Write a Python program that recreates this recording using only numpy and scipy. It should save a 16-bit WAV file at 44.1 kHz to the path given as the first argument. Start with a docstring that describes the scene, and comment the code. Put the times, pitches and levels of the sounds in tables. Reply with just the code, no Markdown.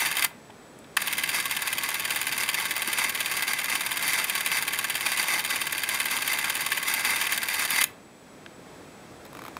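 """In a small room, a hand-held cine camera runs with its film door open, close to the microphone.
About 18 times a second its claw snaps: bursts of tiny contacts ring the resonances of the body.
Gritty noise through the same body is the gear train, rattling and breaking into bouts of chatter; a
pinion whines thinly over it. The release latch clacks as the motor stops, restarts and stops again.
Fingers tap the case, and afterwards the camera ticks softly in the hand over rumble, hiss and a whine."""
import sys
import numpy as np
from scipy import signal
from scipy.fft import rfft, irfft, next_fast_len
from scipy.io import wavfile
from scipy.ndimage import map_coordinates

SR = 44100
rng = np.random.default_rng(int(sys.argv[2]) if len(sys.argv) > 2 else 0)


def wav_out(sig):
    """Save sig, one row per channel (or a flat mono array), as 16-bit PCM at SR to the path in sys.argv[1]."""
    wavfile.write(sys.argv[1], SR, np.round(np.clip(np.atleast_2d(sig).T, -1, 1) * 32767).astype(np.int16))


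N = 422916
TIME = np.arange(N) / SR
SIZE = next_fast_len(N + SR // 2, real=True)  # room for tails to ring out
HZ = np.fft.rfftfreq(SIZE, 1 / SR) + 1e-3  # kept above zero for division


def amp(db):
    """Decibels to gain."""
    return 10 ** (np.asarray(db) / 20)


def unit(x):
    """Scale to rms 1."""
    return x / np.sqrt(np.mean(np.abs(x) ** 2) + 1e-20)


def along(points, hz=HZ):
    """Read a curve of (hz, value) points on a log frequency axis."""
    point_hz, value = np.transpose(points)
    return np.interp(np.log(hz + 1), np.log(point_hz + 1), value)


def wobble(rate):
    """A smooth random curve with this many knots a second."""
    knots = rng.standard_normal(int(N * rate / SR) + 4)
    return map_coordinates(knots, [TIME * rate])


def filtered(x, response):
    """Shape a sound with a response given on the frequency grid."""
    return irfft(rfft(x, SIZE) * response, SIZE)[..., :N]


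def causal(gain):
    """Minimum-phase response: rings only after a blow, and keeps the power of white noise."""
    cepstrum = irfft(np.log(np.maximum(unit(gain), 1e-6)), SIZE)
    cepstrum[1:SIZE // 2] *= 2
    cepstrum[SIZE // 2 + 1:] = 0
    return np.exp(rfft(cepstrum))


def resonance(hz, width):
    """Gain of one resonant peak with steep skirts."""
    detuning = (HZ / hz - hz / HZ) * hz / width
    return (1 + detuning ** 2) ** -.75


def grit(count, spread_db):
    """A run of tiny contacts of very unequal force, rms 1."""
    sign, force = rng.standard_normal((2, count))
    return unit(sign * amp(spread_db * force))


def burst(t60, spread_db):
    """50 ms of contacts that die away, with the energy of 8 ms at rms 1."""
    t = np.arange(SR // 20) / SR
    dying = unit(grit(len(t), spread_db) * amp(-60 * t / t60))
    return dying * np.sqrt(.008 * SR / len(t))


def add(track, s, sound):
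    """Mix a sound into a track at time s."""
    part = track[max(round(s * SR), 0):][:len(sound)]
    part += sound[:len(part)]


# the motor's pace, one list per run: time_s, advance_frames (film frames pulled so far)
ADVANCE = [
    [(.005, 0), (.224, 4)],
    [(1.0195, 0), (1.2366, 4), (1.6216, 11), (1.9974, 18), (2.3242, 24), (2.9308, 35), (3.8633, 52),
     (4.134, 57), (4.517, 64), (4.679, 67), (5.5043, 82), (6.609, 102), (7.16, 112), (7.4861, 118),
     (7.761, 123)],
]


def snap_times():
    """The claw snaps each time the motor has advanced the film by one whole frame."""
    runs = [np.transpose(run) for run in ADVANCE]
    return np.concatenate([np.interp(np.arange(frames[-1] + 1), frames, s) for s, frames in runs])


# resonances of the camera body: pitch_hz, width_hz, struck_db (by claw or latch), shaken_db (by gears);
# both levels are relative between the modes
BODY = [(643, 170, -13, -20), (915, 280, -9, -6.5), (1114, 59, -1, -6), (1228, 120, -11.5, -7.5),
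        (1401, 29, -5.5, -7.5), (1602, 149, -0.5, -1.5), (1766, 140, -1, -10), (2034, 103, 1.5, 1),
        (2116, 260, -8, 0), (2400, 290, 0, -11.5), (2637, 230, -1.0, -5), (3020, 550, -0.5, -15),
        (3616, 230, -6, -8.5), (3896, 470, -7.5, -15.5), (4631, 198, -2, -4.5), (5130, 520, -9.5, -14.5),
        (5936.0, 290, -19, -11), (6940, 1090, -6.5, -16), (9300, 1600, -3.5, -13), (10930, 2000, -5.5, -14),
        (12750, 720, -6, -12), (14000, 1600, -11, -36)]


def struck_body(cracks, clatter):
    """The bright crack of each blow reaches the high modes; its duller clatter rings the low ones."""
    modes = np.sqrt(sum((amp(db) * resonance(hz, width)) ** 2 for hz, width, db, _ in BODY))
    hard = amp(along([(1500, -4.5), (4500, -6), (8500, -1.5), (15000, 8.0)]))
    soft = amp(along([(3500, 2.5), (7000, -2.5), (15000, -2.5)]))
    bright_ring = filtered(cracks, causal(modes * hard))
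    dull_ring = filtered(clatter, causal(modes * soft))
    return bright_ring + dull_ring


CRACK_DB, CLATTER_DB = -26, -24.5  # base levels of the claw's bright crack and duller clatter
CRACK_VARIES_DB, CLATTER_VARIES_DB = 1.6, 1.2  # chance change from stroke to stroke
# contacts of one claw stroke (entering, sliding, the snap, two rebounds, settling, dropping back):
# delay_s, scatter_s (either way), crack_db, clatter_db (both relative to the base levels)
STROKE = [(-.0128, 0.0043, -18, -9), (-.004, .002, -16, -14.5), (-.0004, 0, -4.5, -2.5),
          (.0008, 0.0026, -13, -7), (.003, .0006, -15.5, -8), (.0083, 0.0068, -9, -7),
          (0.025, 0.0032, -33, -9.5)]


def claw():
    """Each frame the claw enters, snaps against its stop, rebounds and drops back, ringing the body."""
    cracks, clatter = np.zeros((2, N))
    for s in snap_times():
        crack_db = CRACK_DB + CRACK_VARIES_DB * rng.standard_normal()
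        clatter_db = CLATTER_DB + CLATTER_VARIES_DB * rng.standard_normal()
        for delay, scatter, hard_db, soft_db in STROKE:
            late, force = rng.uniform(-1, 1, 2)
            when = s + delay + scatter * late
            # light contacts vary more from frame to frame than the snap does
            varied_db = .13 * hard_db * force
            crack_gain = amp(crack_db + hard_db + varied_db)
            clatter_gain = amp(clatter_db + soft_db + varied_db)
            add(cracks, when, crack_gain * burst(t60=0.005, spread_db=1))
            add(clatter, when, clatter_gain * burst(t60=0.041, spread_db=0))
    return struck_body(cracks, clatter)


# blows of the release latch and stop pawl: start_s, clatter_db, crack_db (relative to the clatter)
LATCH = [(0.187, -32, -13), (0.194, -26, -5), (0.244, -30, 3), (0.247, -23.5, 4.5), (0.9677, -22, -18),
         (0.9705, -22, -7), (7.8062, -28, -13), (7.8122, -21, -2), (7.817, -23, -6), (7.823, -26, -8),
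         (7.8368, -30, -1), (7.8402, -22, 2.5)]


def latch():
    """The release latch and stop pawl strike the same body, each blow a crack with a clatter."""
    cracks, clatter = np.zeros((2, N))
    for s, db, crack_db in LATCH:
        add(cracks, s, amp(db + crack_db) * burst(t60=0.011, spread_db=1))
        add(clatter, s, amp(db) * burst(t60=.028, spread_db=1))
    return struck_body(cracks, clatter)


# while the motor turns: start_s, stop_s
RUNS = [(0, 0.27), (0.97, 7.83)]


def running():
    """1 while the motor turns, 0 at rest, with short ramps between."""
    ramp_s = .004
    return sum(np.clip(np.minimum(TIME - start, stop - TIME) / ramp_s, 0, 1) for start, stop in RUNS)


RATTLE_GAIN_DB, RATTLE_VARIES_DB = -3, 1.35  # overall gain; chance change from frame to frame
CHATTER_EDGE_S = 0.033  # a bout takes this long to build up and to settle
CHATTER_BRIGHTENS = .6  # extra dB of treble for each dB of chatter or chance change
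# the steady gear rattle: time_s, level_db (before the overall gain)
RATTLE = [(0, -31), (2, -31.5), (3.2, -30), (4.3, -30), (4.8, -32), (5.3, -32), (6.5, -30), (7.8, -32)]
# bouts in which the loose gears break into loud chatter: start_s, length_s, boost_db (over the rattle)
CHATTER = [(0.0, 0.08, 5.5), (0.227, 0.036, 2), (1.335, 0.061, 8), (1.828, 0.04, 4), (2.397, 0.031, 6),
           (2.565, 0.09, 4.1), (2.972, 0.12, 5.5), (3.48, 0.052, 4.5), (3.696, 0.086, 5),
           (4.012, 0.23, 4.5), (4.507, 0.092, 7), (5.037, 0.11, 4), (5.175, 0.052, 4.4), (5.272, 0.13, 7),
           (5.495, 0.051, 8), (5.89, 0.067, 4.5), (6.105, 0.051, 7), (6.231, 0.14, 4), (6.852, 0.17, 6),
           (7.037, 0.22, 6.5), (7.309, 0.062, 5.9), (7.507, 0.15, 5.0), (7.695, 0.18, 8)]


def gears():
    """Loose teeth rattle anew after each claw pull; in bouts of chatter the body rings louder, brighter."""
    snaps = snap_times()
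    between = (snaps[:-1] + snaps[1:]) / 2
    chance_db = RATTLE_VARIES_DB * np.interp(TIME, between, rng.standard_normal(len(between)))

    bout_db = np.zeros(N)
    for start, length, db in CHATTER:
        inside_s = np.minimum(TIME - start, start + length - TIME)
        bout_db = np.maximum(bout_db, db * np.clip(.5 + inside_s / CHATTER_EDGE_S, 0, 1))

    level_db = np.interp(TIME, *np.transpose(RATTLE)) + bout_db + chance_db + RATTLE_GAIN_DB
    flutter_db = 1.5 * wobble(110)
    tooth_db = 2.4 * wobble(700)
    contacts = unit(grit(N, spread_db=3) * amp(flutter_db + tooth_db))
    teeth = running() * contacts * amp(level_db)

    modes = causal(np.sqrt(sum((amp(db) * resonance(hz, width)) ** 2 for hz, width, _, db in BODY)))
    treble = 1 / (1 + (4000 / HZ) ** 2)
    brightness = amp(CHATTER_BRIGHTENS * (bout_db + chance_db) + wobble(25))
    low_rattle = filtered(teeth, modes * (1 - treble))
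    high_rattle = amp(-3.5) * filtered(teeth * brightness, modes * treble)
    # the case as a whole answers with a weak low drone
    drone = amp(-22.0) * filtered(teeth, causal(resonance(hz=316, width=370)))
    # the running motor also shakes the hand and the microphone
    shake = amp(-35) * filtered(teeth, causal(resonance(hz=55, width=85)))
    return low_rattle + high_rattle + drone + shake


def pinion():
    """The motor's fast first gear sings one thin line, wavering in pitch and level."""
    pitch_hz = 1116 + 13.5 * (wobble(4) + wobble(60))
    level_db = -55 + 3.3 * wobble(12)
    return running() * np.sin(2 * np.pi * np.cumsum(pitch_hz) / SR) * amp(level_db)


# small ticks as the camera is turned in the hand: start_s, strength_db (sets both parts of the tick)
TICKS = [(9.252, -36), (9.263, -39), (9.33, -39), (9.35, -33), (9.37, -32.5), (9.391, -31.5), (9.419, -33),
         (9.438, -32.5), (9.451, -30.5), (9.463, -30), (9.481, -30), (9.568, -27)]
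# resonances of the small fitting that ticks: pitch_hz, width_hz, level_db (relative between the modes)
FITTING = [(1050, 500, 6.5), (2330, 730, -3.5), (3730, 990, -9.5), (5330, 320, -11), (6550, 410, -15),
           (8260, 600, -26), (11000, 1400, -16), (12700, 900, -19), (15200, 900, -28)]


def fitting_ticks():
    """A small fitting ticks: the lighter the tick, the larger its share of treble."""
    knocks, snicks = np.zeros((2, N))
    for s, db in TICKS:
        # the treble follows only half the tick's strength
        add(snicks, s, amp(db / 2 - 34.5) * burst(t60=0.014, spread_db=4))
        add(knocks, s, amp(db - 9.5) * burst(t60=.022, spread_db=1.5))
    modes = np.sqrt(sum((amp(db) * resonance(hz, width)) ** 2 for hz, width, db in FITTING))
    treble_ring = filtered(snicks, causal(modes * HZ ** 2))
    return treble_ring + filtered(knocks, causal(modes))


# fingers tap the case and press the release: start_s, level_db, centre_hz, t60_s (before the filter)
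TAPS = [(.312, -51, 800, .02), (.382, -58, 1210, .02), (0.498, -44.5, 704, .022), (.503, -50, 2200, .02),
        (.789, -53, 9300, .015), (.844, -52, 2500, .015), (0.9709, -20.5, 1710, 0.042),
        (2.877, -39, 297.4, 0.03), (8.4622, -40.5, 1980, 0.012)]


def finger_taps():
    """Each tap is a dying burst of contacts held to one octave around its centre."""
    taps = np.zeros(N)
    for s, db, hz, t60 in TAPS:
        octave = signal.butter(2, [hz / np.sqrt(2), hz * np.sqrt(2)], "bandpass", fs=SR, output="sos")
        blow = burst(t60=t60, spread_db=3.5)
        add(taps, s, amp(db) * np.std(blow) * unit(signal.sosfilt(octave, blow)))
    return taps


ROOM_DB = -17.5  # the room's answer
# how long the room rings: pitch_hz, t60_s
ROOM_DECAY = [(300, 0.81), (2000, 0.34), (8000, 0.16), (15000, 0.19)]


def room(x):
    """The small room answers 5 ms late with a noise tail whose treble dies sooner than its bass."""
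    hz, t, z = signal.stft(rng.standard_normal(SR // 2), SR, nperseg=256)
    decay = amp(-60 * t / along(ROOM_DECAY, hz)[:, None])
    tail = signal.istft(z * decay, SR, nperseg=256)[1]
    delay = np.exp(-2j * np.pi * HZ * .005)
    return filtered(x, rfft(tail / np.linalg.norm(tail), SIZE) * delay)


# loudness of the room rumble and hiss: time_s, level_db
ROOM_LEVEL = [(0, -48), (.5, -50), (1, -48.5), (7.8, -48), (8.05, -50.5), (8.6, -48), (9.2, -46.5),
              (9.59, -45.5)]
# its spectrum: pitch_hz, density_db (per Hz, relative)
ROOM_COLOUR = [(20, -29), (58, -15), (123, -5.5), (260, -4), (600, -8.5), (1100, -14), (2500, -19.5),
               (4500, -26), (9000, -29.5), (13000, -33.5), (16000, -40)]


def room_rumble():
    """Coloured noise makes a low rumble with hiss, drifting slightly in level."""
    rumble = unit(filtered(rng.standard_normal(N), amp(along(ROOM_COLOUR))))
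    level_db = np.interp(TIME, *np.transpose(ROOM_LEVEL)) + 0.3 * wobble(5.6)
    return rumble * amp(level_db)


def electrical_whine():
    """A thin sine, slightly unsteady in pitch and level."""
    pitch_hz = 7800 + 14 * wobble(81)
    level_db = -64.5 + 1.5 * wobble(27)
    return np.sin(2 * np.pi * np.cumsum(pitch_hz) / SR) * amp(level_db)


def scene():
    """The camera, the room's answer and the background, the same in both channels."""
    mechanism = claw() + latch() + gears() + pinion()
    camera = mechanism + fitting_ticks() + finger_taps()
    background = room_rumble() + electrical_whine()
    sound = camera + amp(ROOM_DB) * room(camera) + background
    return np.array([sound, sound])


TOP_HZ = 15700  # band limit
# dips cut by the microphone port: centre_hz, width_hz (at half the dB depth), depth_db
PORT_NOTCHES = [(2898, 138, -9), (7500, 74, -9), (11670, 610, -17)]


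def record(dry):
    """The microphone port cuts narrow dips; the treble ends steeply at the band limit."""
    dips_db = sum(db / (1 + (2 * (HZ - hz) / width) ** 2) for hz, width, db in PORT_NOTCHES)
    band_limit = 1 / np.sqrt(1 + (HZ / TOP_HZ) ** 400)
    return filtered(dry, causal(amp(dips_db)) * band_limit)


dry = scene()
out = record(dry)
wav_out(out)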